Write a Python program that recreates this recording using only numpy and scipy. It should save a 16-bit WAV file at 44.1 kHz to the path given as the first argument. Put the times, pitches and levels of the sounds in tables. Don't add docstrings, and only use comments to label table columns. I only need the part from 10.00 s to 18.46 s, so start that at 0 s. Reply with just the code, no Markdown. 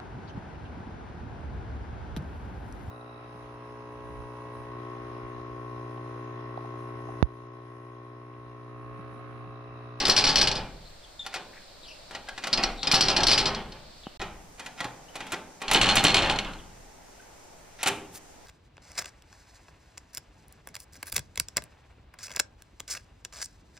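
import sys
import numpy as np
from scipy import signal
from scipy.fft import rfft, irfft, next_fast_len
from scipy.io import wavfile

SR = 44100
rng = np.random.default_rng(int(sys.argv[2]) if len(sys.argv) > 2 else 0)


def pcm_store(signal):
    levels = np.round(np.clip(np.atleast_2d(signal), -1, 1) * 32767)
    wavfile.write(sys.argv[1], SR, levels.astype(np.int16).T)


N = 373086
T = np.arange(N) / SR
RING_T = np.arange(SR) / SR
FIRST_SPOT_END_S, SECOND_SPOT_START_S = 4.174, 4.195

# (time [s], metal level [dB], door level [dB], chatter [s])
YANKS = [(.001, -19, -20, 0.019), (0.053, -13.5, -24, 0.033), (.0965, -10.5, -21.5, 0.018),
         (0.164, -11.5, -30, 0.0041), (.176, -11, -23, 0.026), (.24, -12, -19.5, .024),
         (.273, -14, -30, 0.017), (.29, -16, -25, 0.027), (.357, -10.5, -23.5, 0.022),
         (.384, -16.5, -21, 0.013), (.413, -10, -24, 0.018), (.472, -13, -24, 0.0095),
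         (.514, -19, -30.5, 0.0075), (.554, -23.5, -27.5, 0.018), (2.5286, -14.5, -27, 0.0052),
         (2.536, -15.5, -29.5, .003), (2.574, -20.5, -19.5, 0.0065), (2.636, -14, -20.5, 0.003),
         (2.83, -21.5, -24.5, 0.0095), (2.871, -15.5, -23, 0.0029), (2.914, -11, -27, 0.012),
         (2.941, -9, -18.5, 0.02), (3.008, -9.5, -37, .005), (3.024, -18, -22.5, 0.03),
         (3.083, -13.5, -19, .01), (3.101, -17.5, -23.5, 0.016), (3.164, -13, -17, .011),
         (3.204, -20.5, -20.5, 0.0046), (3.233, -12, -48, .003), (3.268, -10.5, -20.5, 0.037),
         (3.314, -11, -30, 0.013), (3.331, -12.5, -25, 0.014), (3.377, -12, -21.5, 0.023),
         (3.456, -16, -20.5, 0.015), (3.547, -26, -26, 0.0054), (3.72, -38.5, -38, .004),
         (4.195, -43, -26.5, 0.0039), (5.68, -22.5, -24, .008), (5.712, -23.5, -23, 0.036),
         (5.746, -9.5, -17.5, 0.017), (5.813, -10, -16.5, 0.0076), (5.83, -13.5, -19.5, 0.04),
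         (5.888, -12, -19, 0.024), (5.968, -10, -18.5, 0.018), (6.049, -9.5, -20, 0.0093),
         (6.068, -12.5, -20, 0.033), (6.143, -9.5, -19, 0.013), (6.167, -12.5, -19, 0.02),
         (6.221, -20, -18, .034), (6.297, -17.5, -21.5, 0.017), (6.359, -27.5, -49, 0.0037),
         (6.387, -18, -28, 0.0047), (6.446, -35, -26.5, 0.0051), (6.533, -37.5, -43, .003)]
# (time [s], metal level [dB], door level [dB], bright edge against metal [dB])
CLACKS = [(0.082, -26.5, -28, -3.5), (1.263, -29.5, -36.5, -11.5), (1.341, -26, -40, -15),
          (1.359, -30.5, -29, -26), (2.109, -40, -33.5, -11), (2.149, -29.5, -35.5, -26),
          (2.286, -32, -36.5, -15.5), (2.378, -30.5, -34, -29), (2.438, -25, -28, -21),
          (2.47, -25.5, -26.5, -13.5), (2.92, -31, -38, 4), (4.2156, -28.5, -34, -40),
          (4.595, -34, -32.5, -12), (4.661, -32.5, -35.5, -12), (4.804, -27, -25.5, -15),
          (4.843, -31, -34.5, -16), (5.155, -32, -30, -8), (5.205, -33, -29.5, -18),
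          (5.267, -40.5, -34, -7), (5.32, -28, -25, -5), (5.333, -34, -41.5, -12), (5.6168, -31.5, -24, -9),
          (5.713, -15, -41, -10), (5.733, -18, -39, -3), (5.955, -17.5, -44, -2), (6.039, -16, -37, -6.5),
          (7.83, -22, -27.5, -2), (7.86, -21, -20.5, -13), (7.872, -17, -23.5, -7), (7.881, -21, -35, -4)]
# (frequency [Hz], level [dB])
EDGE_EQ = [(2000, -78), (4500, -23), (7000, 1), (9500, -0.5), (12000, -11), (16000, -17)]
# (frequency [Hz], t60 [s], lift [dB])
DOOR_MODES = [(122, .25, 0), (174, .2, -2), (295, .25, -4), (405, .2, -2), (780, .05, -1), (845, .05, 0),
              (1345, .06, -4)]


def undb(db):
    return 10 ** (np.asarray(db) / 20)


def on_log_axis(points, hz):
    f, value = np.transpose(points)
    return np.interp(np.log(np.maximum(hz, 1)), np.log(f), value)


def unit(response):
    return response / np.sqrt(np.sum(response ** 2))


def through(x, response):
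    size = next_fast_len(N + len(response), True)
    return irfft(rfft(x, size) * rfft(response, size), size)[:, :N]


def colour(eq, size=8192):
    gain = undb(on_log_axis(eq, np.fft.rfftfreq(size, 1 / SR)))
    cepstrum = irfft(np.log(gain))
    cepstrum[1:size // 2] *= 2
    cepstrum[size // 2 + 1:] = 0
    return irfft(np.exp(rfft(cepstrum)))


def body(eq, modes):
    ring = signal.unit_impulse(len(RING_T))
    for hz, t60, db in modes:
        fade = undb(-60 * RING_T / t60)
        ring = ring + undb(db) * 2 * fade / fade.sum() * np.cos(2 * np.pi * hz * RING_T)
    return unit(signal.fftconvolve(ring, colour(eq)))


def noise_bands(length, count=19):
    spectrum = rfft(rng.standard_normal((2, length)))
    log_hz = np.log(np.maximum(np.fft.rfftfreq(length, 1 / SR), 1))
    centres = np.geomspace(30, 15000, count)
    for hz, pick in zip(centres, np.eye(count)):
        yield hz, irfft(spectrum * np.interp(log_hz, np.log(centres), pick), length)


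def wander(rate_hz):
    knots = np.arange(0, T[-1] + 1, 1 / rate_hz)
    return np.interp(T, knots, rng.standard_normal(len(knots)))


def contacts(times, dbs, crack_s, gap_s, bounce, settle_s, rise_s, count=8, size=3072):
    force, t = np.zeros((2, N + size)), np.arange(size) / SR
    crack, swell = np.exp(-2 * t / crack_s), 1 - np.exp(-t / rise_s)
    for s, db in zip(times, dbs):
        gaps, strengths = rng.uniform(.5, 1.5, (2, count))
        delays = np.cumsum(gaps) * gap_s
        power = crack.copy()
        for delay, strength in zip(delays, strengths * bounce * np.exp(-delays / settle_s)):
            late = min(int(delay * SR), size)
            power[late:] += strength ** 2 * crack[:size - late]
        grit = np.tanh(rng.standard_normal((2, size))) * np.sqrt(power) * swell
        start = max(int(s * SR), 0)
        force[:, start:start + size] += undb(db) * unit(grit) * np.sqrt(SR / 100)
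    return force[:, :N]


def stereo(sound, width, coherence=0, lean=0):
    mid, side = sound
    spectrum = np.sqrt(1 - coherence ** 2) * rfft(side) - 1j * coherence * rfft(mid) + rfft(lean * mid)
    side = irfft(spectrum * undb(on_log_axis(width, np.fft.rfftfreq(N, 1 / SR))), N)
    return np.array([mid + side, mid - side])


def yard(eq, db):
    swell_db = .5 * wander(2)
    bands = noise_bands(next_fast_len(N, True), count=12)
    air = sum(band[:, :N] * undb(swell_db + 1.1 * wander(10)) for _, band in bands)
    return undb(db) * through(air, unit(colour(eq)))


def house(build_s=.0071):
    # (frequency [Hz], t60 [s])
    decay = [(40, 1.67), (120, 1.03), (260, 0.69), (700, 0.59), (1800, 0.44), (4800, 0.33), (12000, 0.45)]
    tail = 0
    for hz, band in noise_bands(len(RING_T)):
        fade = undb(-60 * RING_T / on_log_axis(decay, hz))
        bloom_s = build_s * np.clip(700 / hz, 1, 4)
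        tail = tail + band * unit(fade * (1 - np.exp(-RING_T / bloom_s)))
    return tail


def birds(gain_db=-2, flutter_db=5, octave_db=-22):
    # (time [s], length [s], centre pitch [Hz], glide [octaves], level [dB], waver [ratio])
    notes = [(0.854, 0.034, 4130, 0.065, -48, 0.047), (1.027, 0.032, 3310, -0.21, -52, 0.051),
             (1.193, 0.042, 3555, 0.0025, -32.5, 0.027), (1.53, .06, 1970, .05, -50, 0.24),
             (1.83, 0.037, 3560, -.32, -44, 0.091), (1.856, 0.043, 4800, 0.35, -49, 0.075),
             (1.9, 0.047, 4900, -.4, -53, .08), (1.88, 0.047, 2740, -.15, -47.5, 0.069),
             (2.28, 0.03, 1627, 0.058, -38.5, 0.042), (2.769, 0.17, 3620, -0.26, -39, 0.08),
             (4.031, 0.049, 3300, -0.41, -49, 0.094), (5.083, 0.014, 2950, 0.15, -49.5, 0.024),
             (6.586, 0.022, 3130, -0.45, -45, .03), (7.194, .014, 1565, -0.12, -48, .03)]
    song, wobble = np.zeros(N), wander(900)
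    flutter = undb(flutter_db * np.tanh(wander(200)))
    for s, length, centre_hz, glide, db, waver in notes:
        u = np.linspace(-1, 1, int(length * SR))
        span = slice(int(s * SR), int(s * SR) + len(u))
        hz = centre_hz * 2 ** (glide * u / 2) * (1 + waver * wobble[span])
        phase = 2 * np.pi * np.cumsum(hz) / SR
        envelope = np.tanh(6 * np.cos(np.pi * u / 2))
        song[span] += undb(db) * envelope * (np.sin(phase) + undb(octave_db) * np.sin(2 * phase))
    return undb(gain_db) * np.outer([1, .3], song * flutter)


def bump(s=4.069, db=-9):
    tap = np.outer([1, .5], signal.unit_impulse(N, int(s * SR)))
    shell = body(eq=[(40, -14), (200, 2.5), (800, -5), (1300, -5), (1900, -20), (7000, -50)],
                 modes=[(213, .012, 2), (776, .05, 8.6)])
    return undb(db) * through(tap, shell)


def paw_scuff(span_s=(8.085, 8.195), db=-44.5):
    swell = np.sin(np.pi * np.interp(T, span_s, [0, 1]) ** 2) ** 2
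    grit = rng.standard_normal((2, N)) * undb(4 * np.tanh(wander(300))) * swell
    return undb(db) * through(grit, unit(colour([(400, -8), (9000, 0), (15000, -7)])))


def door_sway(s, door_db, hz=33, t60=.82, gain_db=-10):
    push = np.zeros(N)
    push[(s * SR).astype(int)] = undb(door_db + gain_db) * np.sqrt(SR / 100)
    throb = np.sin(2 * np.pi * hz * RING_T) * undb(-60 * RING_T / t60)
    return through(np.outer([1, .5], push), unit(throb))


def frame_thuds():
    # (time [s], level [dB])
    thuds = [(0.089, -21), (.411, -28), (2.639, -24), (2.934, -20.5), (4.221, -29.5), (4.807, -37),
             (4.85, -32.5), (5.331, -29.5), (5.752, -18.5), (5.974, -26.5), (6.048, -16), (6.304, -26.5),
             (7.883, -34)]
    s, db = np.transpose(thuds)
    force = contacts(s, db, crack_s=.004, gap_s=.002, bounce=.9, settle_s=.006, rise_s=.001)
    return through(force, body([(40, -9.5), (300, 2), (850, -6), (1600, -6), (5000, -44)], DOOR_MODES))


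def door(s, door_db, lag_s=.004, clack_db=-2, low_cut_hz=150):
    # (frequency [Hz], level [dB])
    door_eq = [(40, -2), (85, -5), (260, -2), (500, -4.5), (1000, -6.5), (3500, -12.5), (6000, -32),
               (14000, -54.5)]
    clack_s, _, clack_door_db, _ = np.transpose(CLACKS)
    hard = contacts(s + lag_s, door_db,
                    crack_s=.0028, gap_s=.005, bounce=.76, settle_s=.0094, rise_s=.0026)
    light = contacts(clack_s, clack_door_db + clack_db,
                     crack_s=.0024, gap_s=.0037, bounce=.67, settle_s=.0085, rise_s=.00064)
    light = signal.sosfilt(signal.butter(2, low_cut_hz, "high", fs=SR, output="sos"), light)
    return through(hard + light, body(door_eq, DOOR_MODES))


def latch_drag(grit_db=4):
    # (time [s], length [s], level [dB])
    drags = [(2.625, 0.013, -29), (4.768, 0.04, -43), (5.321, .024, -35), (7.785, .03, -42.5)]
    pressure = sum(undb(db) * np.interp(T, [s, s + length, s + length + .005], [0, 1, 0]) ** .5
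                   for s, length, db in drags)
    return pressure * rng.standard_normal((2, N)) * undb(grit_db * np.tanh(wander(350)))


def lock(force, grips=3, detune=.003, scatter_db=2.5):
    # (frequency [Hz], t60 [s], lift at first spot [dB], lift at second spot [dB])
    lock_modes = [(2185, .06, -4, 1), (2455, .1, 6, 6), (2980, .05, -1, -1), (3575, .06, -7, 3),
                  (4215, .04, 8, 13.5), (4290, .035, -8, 7), (4440, .04, 2, -5), (4910, .04, 7, -5),
                  (5150, .04, 1, -10), (5658, .05, 13, -1), (7420, .06, 1, -6)]
    # (frequency [Hz], level at first spot [dB], level at second spot [dB])
    knock_eq = [(195, -7, -10.5), (860, -3.5, 3), (1900, -1.5, 0), (3060, 3.5, 10.5), (4900, 7, -4.5),
                (6800, -10, -6), (9020, -14.5, -13.5), (14600, -54, -49)]
    hz, t60, first_db, second_db = np.transpose(lock_modes)
    spots = [(T < FIRST_SPOT_END_S, np.array(knock_eq)[:, [0, 1]], first_db),
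             (T > SECOND_SPOT_START_S, np.array(knock_eq)[:, [0, 2]], second_db)]
    grip = np.searchsorted(np.sort(np.transpose(YANKS)[0]), T) % grips
    grip_db = scatter_db * rng.standard_normal((grips, len(hz)))
    grip_db -= grip_db.mean(axis=0)
    ring = 0
    for k, tightness in enumerate(np.linspace(-1, 1, grips)):
        for heard, eq, lift_db in spots:
            modes = zip(hz * (1 + detune * tightness), t60, lift_db + grip_db[k])
            ring = ring + through(force * (heard & (grip == k)), body(eq, modes))
    return ring


def latch(gain_db=-2, edge_db=-3, lock_db=-12, slide_lead_s=.02, slide_db=-15):
    # (frequency [Hz], level [dB])
    clack_eq = [(200, -5), (480, 3), (750, 6), (2400, 10.5), (3500, 5.5), (6000, 2), (15000, -29)]
    # (frequency [Hz], t60 [s], lift [dB])
    plate_modes = [(758, 0.037, 11), (1380, 0.06, 7), (1950, 0.04, 5), (2450, 0.05, 0), (3720, .04, -1)]
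    s, metal_db, _, sharp_db = np.transpose(CLACKS)
    clack = contacts(s, metal_db + gain_db,
                     crack_s=.0072, gap_s=.003, bounce=.99, settle_s=.0077, rise_s=.000097)
    slide = contacts(s - slide_lead_s, metal_db + slide_db,
                     crack_s=.0039, gap_s=.0016, bounce=1, settle_s=.12, rise_s=.054)
    edge = contacts(s, metal_db + sharp_db + edge_db,
                    crack_s=.00057, gap_s=.0014, bounce=.87, settle_s=.0098, rise_s=.00024)
    plate = through(clack + slide + latch_drag(), body(clack_eq, plate_modes))
    return plate + undb(lock_db) * lock(clack) + through(edge, unit(colour(EDGE_EQ)))


def bolt_chatter(hits=5, gap_s=.012, jitter=.25, rebound_db=-3, fall_db=-3):
    s, metal_db, door_db, chatter_s = np.transpose(YANKS)[:, :, None]
    gaps = gap_s * (1 + jitter * rng.uniform(-1, 1, (len(YANKS), hits)))
    delay = np.cumsum(gaps, axis=1) - gaps
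    loss_db = rebound_db * (delay > 0) + fall_db * (delay / chatter_s) ** 2
    return (s + delay).ravel(), (metal_db + loss_db).ravel(), (door_db + loss_db).ravel()


def lever(s, metal_db, gain_db=-3, edge_db=-18, edge_scatter_db=4):
    force = contacts(s, metal_db + gain_db,
                     crack_s=.003, gap_s=.003, bounce=.65, settle_s=.008, rise_s=.0007)
    squareness_db = edge_scatter_db * rng.uniform(-.85, 1, len(s))
    edge = contacts(s, 2 * metal_db + squareness_db + edge_db,
                    crack_s=.0013, gap_s=.0015, bounce=1, settle_s=.023, rise_s=.0015)
    return lock(force) + through(edge, unit(colour(EDGE_EQ)))


def scene(door_direct_db=-6, metal_send_db=-14, frame_send_db=-6, bird_send_db=-5, first_lean=.27):
    # (frequency [Hz], level [dB])
    muffle_eq = [(3000, 2.5), (5500, 1), (9000, -0.5)]
    # (frequency [Hz], level [dB])
    first_air_eq = [(25, 17), (170, 1), (450, 0.5), (590, 7.5), (720, 2), (1300, -3.5), (3000, -6),
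                    (4400, 1), (6200, -13), (8000, -12), (10500, -23.5)]
    second_air_eq = [(25, 11.5), (170, 1), (600, 2), (850, 4), (1100, -4), (2200, -6.5), (3600, -12),
                     (6000, -9), (15000, -25)]
    # (frequency [Hz], side against mid [dB])
    width = [(60, -18), (200, -25), (700, -16), (2400, -10.5), (4400, -9.5), (6000, -4), (8200, 1),
             (11000, -11), (15000, -52)]
    air_width = [(60, -13), (300, -1), (4400, -3), (8100, 6.5), (11000, -9)]
    s, metal_db, door_db = bolt_chatter()
    metal = lever(s, metal_db) + latch()
    leaf = door(s, door_db)
    frame = frame_thuds() + door_sway(s, door_db)
    song = birds()
    muffled = through(metal, colour(muffle_eq))
    send = undb(metal_send_db) * muffled + undb(bird_send_db) * song + leaf + undb(frame_send_db) * frame
    reverb = through(send[:1], house())
    direct = metal + undb(door_direct_db) * leaf + frame + song + bump() + paw_scuff()
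    air = np.where(T < SECOND_SPOT_START_S, yard(first_air_eq, db=-52), yard(second_air_eq, db=-53))
    lean = first_lean * (T < FIRST_SPOT_END_S)
    return stereo(direct, width, coherence=.84, lean=lean) + stereo(reverb, width) + stereo(air, air_width)


def record(dry, ceiling=.8, top_hz=15500):
    gate = (T < FIRST_SPOT_END_S) | (T > SECOND_SPOT_START_S)
    rounded = ceiling * np.tanh(dry / ceiling)
    return signal.sosfilt(signal.ellip(10, .2, 80, top_hz, fs=SR, output="sos"), rounded * gate)


dry = scene()
out = record(dry)
pcm_store(out)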